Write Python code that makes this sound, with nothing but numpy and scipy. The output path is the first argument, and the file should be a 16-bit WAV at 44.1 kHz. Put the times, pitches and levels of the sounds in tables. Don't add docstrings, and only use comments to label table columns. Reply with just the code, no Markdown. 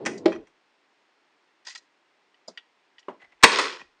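import sys
import numpy as np
from scipy import signal
from scipy.io import wavfile
from scipy.ndimage import uniform_filter1d

SR = 44100
rng = np.random.default_rng(int(sys.argv[2]) if len(sys.argv) > 2 else 0)


def to_wav(sig):
    pcm = np.clip(np.atleast_2d(sig), -1, 1) * 32767
    pcm = np.round(pcm).astype(np.int16)
    wavfile.write(sys.argv[1], SR, pcm.T)


N = 176400
TIME = np.arange(N) / SR
RING_TIME = TIME[:SR]
EDGES_HZ = np.geomspace(22, 11000, 28)
CENTRES_HZ = np.sqrt(EDGES_HZ[1:] * EDGES_HZ[:-1])
BANK = [signal.butter(2, pair, "band", fs=SR, output="sos") for pair in zip(EDGES_HZ, EDGES_HZ[1:])]


def from_db(db):
    return 10 ** (np.asarray(db) / 20)


def unit(x):
    return x / np.sqrt(np.sum(x ** 2) + 1e-30)


def per_band(points):
    hz, value = np.transpose(points)
    return np.interp(np.log(CENTRES_HZ), np.log(hz), value)


def level(curve):
    time_s, db = np.transpose(curve)
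    return from_db(np.interp(TIME, time_s, db)) * (TIME >= time_s[0]) * (TIME <= time_s[-1])


def dying(t60_s):
    return np.exp(-np.log(1000) * RING_TIME / t60_s)


def strokes(rows, attack_s, release_s):
    return sum(from_db(db) * np.clip((TIME - start_s) / attack_s, 0, 1)
               * np.exp(-np.maximum(TIME - start_s - length_s, 0) / release_s)
               for start_s, length_s, db in rows)


def coloured(sources, colour):
    gains = from_db(per_band(colour)) * np.sqrt(CENTRES_HZ)
    bands = [unit(signal.sosfilt(sos, sources[k % len(sources)] + 1e-18)) for k, sos in enumerate(BANK)]
    return unit(sum(gain * band for gain, band in zip(gains, bands)))


def hiss(colour):
    return coloured(rng.standard_normal((2, N)), colour) * np.sqrt(N)


def clear_ring(modes, contact_s=0.00086):
    rise = 1 - np.exp(-(RING_TIME / contact_s) ** 2)
    sines = sum((-1) ** k * from_db(db) * np.sin(2 * np.pi * hz * RING_TIME) * dying(t60_s)
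                for k, (hz, db, t60_s) in enumerate(modes))
    return unit(rise * sines)


def struck(contacts, colour, modes, dense_t60_s, modes_db, dulling=0):
    out = np.zeros(N + SR)
    clear = clear_ring(modes)
    dense_decay = dying(dense_t60_s)[:SR // 4]
    strongest_db = max(db for _, db in contacts)
    for start_s, db in contacts:
        softened = [(hz, band_db - dulling * (strongest_db - db) * np.log2(hz)) for hz, band_db in colour]
        dense = coloured(rng.standard_normal((2, len(dense_decay))) * dense_decay, softened)
        ring = from_db(modes_db) * clear
        ring[:len(dense)] += dense
        start = int(start_s * SR)
        out[start:start + SR] += from_db(db) * unit(ring) * np.sqrt(SR / 100)
    return out[:N]


def grains(envelope, colour, per_s, spread_db, snap_t60_s=.005):
    sizes = from_db(spread_db * np.minimum(rng.exponential(1, N), 3))
    snaps = sizes * (rng.random(N) < per_s / SR)
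    power = signal.lfilter([1], [1, -from_db(-120 / (snap_t60_s * SR))], snaps ** 2 + 1e-18)
    crackle = unit(np.sqrt(power) * rng.standard_normal((2, N))) * envelope
    return coloured(crackle, colour) * np.sqrt(np.sum(envelope ** 2))


def ringing(snaps, modes, ring_db):
    ring = unit(signal.fftconvolve(snaps, clear_ring(modes))[:N])
    return snaps + from_db(ring_db) * ring * np.sqrt(np.sum(snaps ** 2))


# freq_hz, density_db
AIR_COLOUR = [(24, -58.5), (40, -45), (322, -4.5), (432, -4), (495, -8), (976, -4.5), (1040, -8),
              (2020, -7.5), (5000, -18.5), (8990, -34.5)]

def still_air():
    return from_db(-67.5) * hiss(AIR_COLOUR)


# time_s, level_db
ROLL_LEVEL = [(0, -35.5), (.05, -35.5), (.09, -34.5), (.15, -40), (.235, -42), (.255, -35.5), (.36, -40),
              (.44, -52.5)]
# freq_hz, density_db
ROLL_COLOUR = [(24, -36), (40, -28.5), (240, 5.5), (381, 7), (1040, -19), (1360, -35.5), (2470, -39.5),
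               (4000, -37.5), (5200, -79), (8800, -120)]

def drawer_roll():
    return level(ROLL_LEVEL) * hiss(ROLL_COLOUR)


# start_s, level_db
CLACKS = [(.052, -37.5), (.0595, -24.5), (.064, -26), (.074, -46), (.47, -58.5)]
# freq_hz, density_db
CLACK_COLOUR = [(88, -43), (150, -7.5), (398, -2.5), (750, -7.5), (1540, -6), (1770, -14.5), (2100, 2.5),
                (3450, -23.5), (5660, -14), (8990, -27.5)]
# pitch_hz, level_db, t60_s
CONTAINER_MODES = [(1943, -5, 0.041), (2423, 1.5, 0.022), (3250, -9, 0.094), (5857, -1, 0.042)]

def container_clacks():
    return struck(CLACKS, CLACK_COLOUR, CONTAINER_MODES, dense_t60_s=0.07, modes_db=-8)


# start_s, length_s, level_db, lowest_hz
CRINKLES = [(0.173, 0.038, -67.5, 5050), (0.176, 0.0056, -47.5, 5000), (1.649, 0.016, -53, 1410),
            (1.666, 0.023, -39, 298), (1.694, 0.022, -44, 1810), (1.722, 0.015, -52.5, 2000),
            (1.749, .011, -39, 1420), (1.775, 0.0058, -46, 3000), (2.991, 0.0084, -58, 3940)]
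# freq_hz, density_db
BAG_COLOUR = [(200, -31.5), (812, -9.5), (1980, -6), (3000, -8), (5850, -4), (8990, -32.5)]
# pitch_hz, level_db
BAG_MODES = [(1040, -2.5), (1320, -7), (1970, 3.5), (2390, -11.5), (4110, -5), (4670, -1), (5720, -5.5),
             (7300, -2.5)]

def food_bag(detune=.025, fold_spread_db=2.5, t60_s=.035):
    crackle = grains(np.ones(N), BAG_COLOUR, per_s=3000, spread_db=3)
    out = np.zeros(N)
    for start_s, length_s, db, lowest_hz in CRINKLES:
        envelope = strokes([(start_s, length_s, db)], attack_s=0.0018, release_s=0.0055)
        bass_cut = signal.butter(2, lowest_hz, "high", fs=SR, output="sos")
        snaps = signal.sosfilt(bass_cut, crackle * envelope + 1e-18)
        modes = [(hz * (1 + rng.normal(0, detune)), mode_db + rng.normal(0, fold_spread_db), t60_s)
                 for hz, mode_db in BAG_MODES]
        out += unit(ringing(snaps, modes, ring_db=-3.5)) * np.sqrt(np.sum(envelope ** 2))
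    return out


# start_s, level_db
THUDS = [(.2572, -11), (.2602, -16.5), (.279, -24), (.294, -32.5)]
# freq_hz, density_db
THUD_COLOUR = [(30, -46), (207, -25.5), (367, 4), (538, -7.5), (827, -15), (1500, -21), (2000, -19.5),
               (3900, -25), (4500, -23.5), (8990, -65)]
# pitch_hz, level_db, t60_s
DRAWER_MODES = [(181.7, -21.5, 0.25), (336, -1, 0.055), (369, 0, 0.035), (538, -13.5, .15),
                (620.6, -14, 0.12), (639.6, -21.5, 0.23), (807, -13.5, 0.14)]

def drawer_thud():
    return struck(THUDS, THUD_COLOUR, DRAWER_MODES, dense_t60_s=0.045, modes_db=3.5, dulling=0.08)


# start_s, length_s, level_db
JOSTLES = [(.317, 0.017, -40), (.342, 0.02, -47.5), (3.792, .022, -47)]
# freq_hz, density_db
JOSTLE_COLOUR = [(590, -1), (1000, 9), (1800, 0.5), (2820, -4.5), (4000, -18), (6000, -16), (8990, -51.5)]

def container_jostle():
    envelope = strokes(JOSTLES, attack_s=0.0026, release_s=0.0054)
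    contacts = grains(envelope, JOSTLE_COLOUR, per_s=450, spread_db=1)
    return ringing(contacts, CONTAINER_MODES, ring_db=-2)


# start_s, level_db
CLICKS = [(1.757, -46.5), (2.343, -60.5), (2.574, -37), (2.982, -49.5), (3.028, -61.5)]
# freq_hz, density_db
CLICK_COLOUR = [(290, -63.5), (500, -14), (1540, 3), (1890, -33), (2240, 3), (3140, 11), (4200, -18),
                (4680, 0), (8990, -70)]
# pitch_hz, level_db, t60_s
CLICK_MODES = [(1912, 1.5, 0.033), (2975, -4, 0.05), (4680, -8.5, 0.035)]

def plastic_clicks():
    return struck(CLICKS, CLICK_COLOUR, CLICK_MODES, dense_t60_s=0.065, modes_db=3)


# start_s, level_db
TAPS = [(2.477, -53), (2.4815, -37), (2.486, -48)]
# freq_hz, density_db
TAP_COLOUR = [(100, -55), (183, 0), (587, 3.5), (1270, -6), (1650, -29), (3250, -41), (3510, -14),
              (5020, -3), (7590, -18), (8990, -63)]
# pitch_hz, level_db, t60_s
TAP_MODES = [(599, 0, 0.032), (4030, -20, 0.057), (4970, 3.5, 0.022), (7100, 1.5, 0.011)]

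def shelf_tap():
    return struck(TAPS, TAP_COLOUR, TAP_MODES, dense_t60_s=0.1, modes_db=3)


# start_s, level_db
BUMPS = [(3.083, -29.5), (3.142, -52.5)]
# freq_hz, density_db
BUMP_COLOUR = [(50, -60), (195, 6.5), (977, 5), (1660, -7.5), (2890, -12.5), (4700, -41), (5700, -25),
               (8000, -47)]
# pitch_hz, level_db, t60_s
BUMP_MODES = [(217, -8, 0.134), (397, 15.5, 0.039), (592, 3, 0.1), (981, 6, 0.095), (1090, 16.5, 0.025),
              (2850, -5, 0.046)]

def hand_bumps():
    return struck(BUMPS, BUMP_COLOUR, BUMP_MODES, dense_t60_s=0.15, modes_db=4.5, dulling=0.18)


# start_s, length_s, level_db
CREAKS = [(3.195, 0.036, -57), (3.212, 0.01, -55.5), (3.236, 0.018, -57.5), (3.315, 0.015, -58),
          (3.40, 0.03, -57.5)]
# freq_hz, density_db
CREAK_COLOUR = [(300, -17), (753, -5), (1480, -11), (1940, 0), (2740, -10.5), (8000, -35)]
# pitch_hz, level_db, t60_s
CREAK_MODES = [(810, -3.5, .04), (1950, 2, .035)]

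def door_creaks():
    envelope = strokes(CREAKS, attack_s=0.0079, release_s=0.0054)
    snaps = grains(envelope, CREAK_COLOUR, per_s=3000, spread_db=-2.5)
    return ringing(snaps, CREAK_MODES, ring_db=-7)


# start_s, level_db
BANGS = [ (3.4272, -23), (3.4345, -1.5), (3.4385, 4), (3.445, -3), (3.5855, -14.5), (3.594, -17.5)]
# freq_hz, density_db
BANG_COLOUR = [(30, -51.5), (132, -26), (455, -4.5), (700, -11), (1080, -5), (1650, -7.5), (2540, -8),
               (2930, -10.5), (3220, -15.5), (3550, -11), (8990, -26.5)]
# pitch_hz, level_db, t60_s
DOOR_MODES = [(324, -6, 0.14), (840, -12, 0.18), (933.6, -2.5, 0.23), (1004, 6.5, 0.12), (1125, 17, 0.054),
              (1290, -4.5, 0.081), (1323, -11.5, 0.363), (1470, -4.5, 0.18), (1973, 8.5, 0.068),
              (2306, -13.5, 0.24), (2543, 14, 0.055), (4120, -1.5, 0.069)]

def door_bang():
    return struck(BANGS, BANG_COLOUR, DOOR_MODES, dense_t60_s=0.053, modes_db=-1.5)


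def low_thump(peak_s=3.44, width_s=0.0025, level_db=-17):
    return from_db(level_db) * np.exp(-((TIME - peak_s) / width_s) ** 2 / 2)


# time_s, level_db
RATTLE_LEVEL = [(3.44, -37), (3.47, -18), (3.57, -19.5), (3.62, -29.5), (3.7, -38.5), (3.73, -40),
                (3.76, -43.5), (3.785, -55), (3.803, -56), (3.84, -73)]
# freq_hz, density_db
RATTLE_COLOUR = [(88, -52), (150, -19.5), (288, -11.5), (398, 6), (725, -10), (1000, 1), (1390, 2),
                 (1710, 1), (2170, -0.5), (5570, -4.5), (8990, -47)]

def jar_rattle():
    contacts = grains(level(RATTLE_LEVEL), RATTLE_COLOUR, per_s=800, spread_db=1.8)
    return ringing(contacts, DOOR_MODES, ring_db=-13)


# freq_hz, t60_s
ROOM_T60 = [(60, 0.4), (250, 0.46), (1000, 0.28), (4000, 0.42), (9000, 0.37)]
# freq_hz, density_db
ROOM_COLOUR = [(60, -12), (250, 2), (3000, 0), (9000, 1.5)]

def gated_reverb(delay_s=0.0031, build_s=0.0093, gate_s=.118):
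    build = np.clip((RING_TIME - delay_s) / build_s, 0, 1)
    shape = build / (1 + (RING_TIME / gate_s) ** 8)
    tails = [rng.standard_normal(SR) * shape * dying(t60_s) for t60_s in per_band(ROOM_T60)]
    return coloured(tails, ROOM_COLOUR) * np.sqrt(EDGES_HZ[-1] / (SR / 2))


def scene():
    layers = [  # sound, reverb_db
        (drawer_roll(), -20), (container_clacks(), -11), (food_bag(), -22), (drawer_thud(), -12),
        (container_jostle(), -17), (plastic_clicks(), -22), (shelf_tap(), -25), (hand_bumps(), -17),
        (door_creaks(), -12), (door_bang(), -8), (jar_rattle(), -8)]
    direct = sum(sound for sound, _ in layers)
    into_room = sum(sound * from_db(reverb_db) for sound, reverb_db in layers)
    reverb = signal.fftconvolve(into_room, gated_reverb())[:N]
    return (direct + reverb + low_thump() + still_air())[None]


def limiter(x, threshold_db=-7, attack_s=0.014, release_db_per_s=68):
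    level_db = 10 * np.log10(np.maximum(uniform_filter1d(x ** 2, size=220), 1e-12))
    over_db = np.maximum(level_db - threshold_db, 0)
    recovery_db = release_db_per_s * TIME
    held_db = np.maximum.accumulate(over_db + recovery_db, axis=-1) - recovery_db
    lag = np.exp(-1 / (attack_s * SR))
    return x * from_db(-signal.lfilter([1 - lag], [1, -lag], held_db))


def record(dry, mic_top_hz=9250, clip_level=.85, overload_top_hz=6000, cutoff_hz=16000):
    microphone = signal.ellip(10, .3, 70, mic_top_hz, fs=SR, output="sos")
    dull = signal.butter(1, overload_top_hz, fs=SR, output="sos")
    top_cut = signal.ellip(8, .1, 70, cutoff_hz, fs=SR, output="sos")
    heard = limiter(signal.sosfilt(microphone, dry))
    overload = signal.sosfiltfilt(dull, np.clip(heard, -clip_level, clip_level) - heard)
    return signal.sosfilt(top_cut, heard + overload)


dry = scene()
out = record(dry)
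to_wav(out)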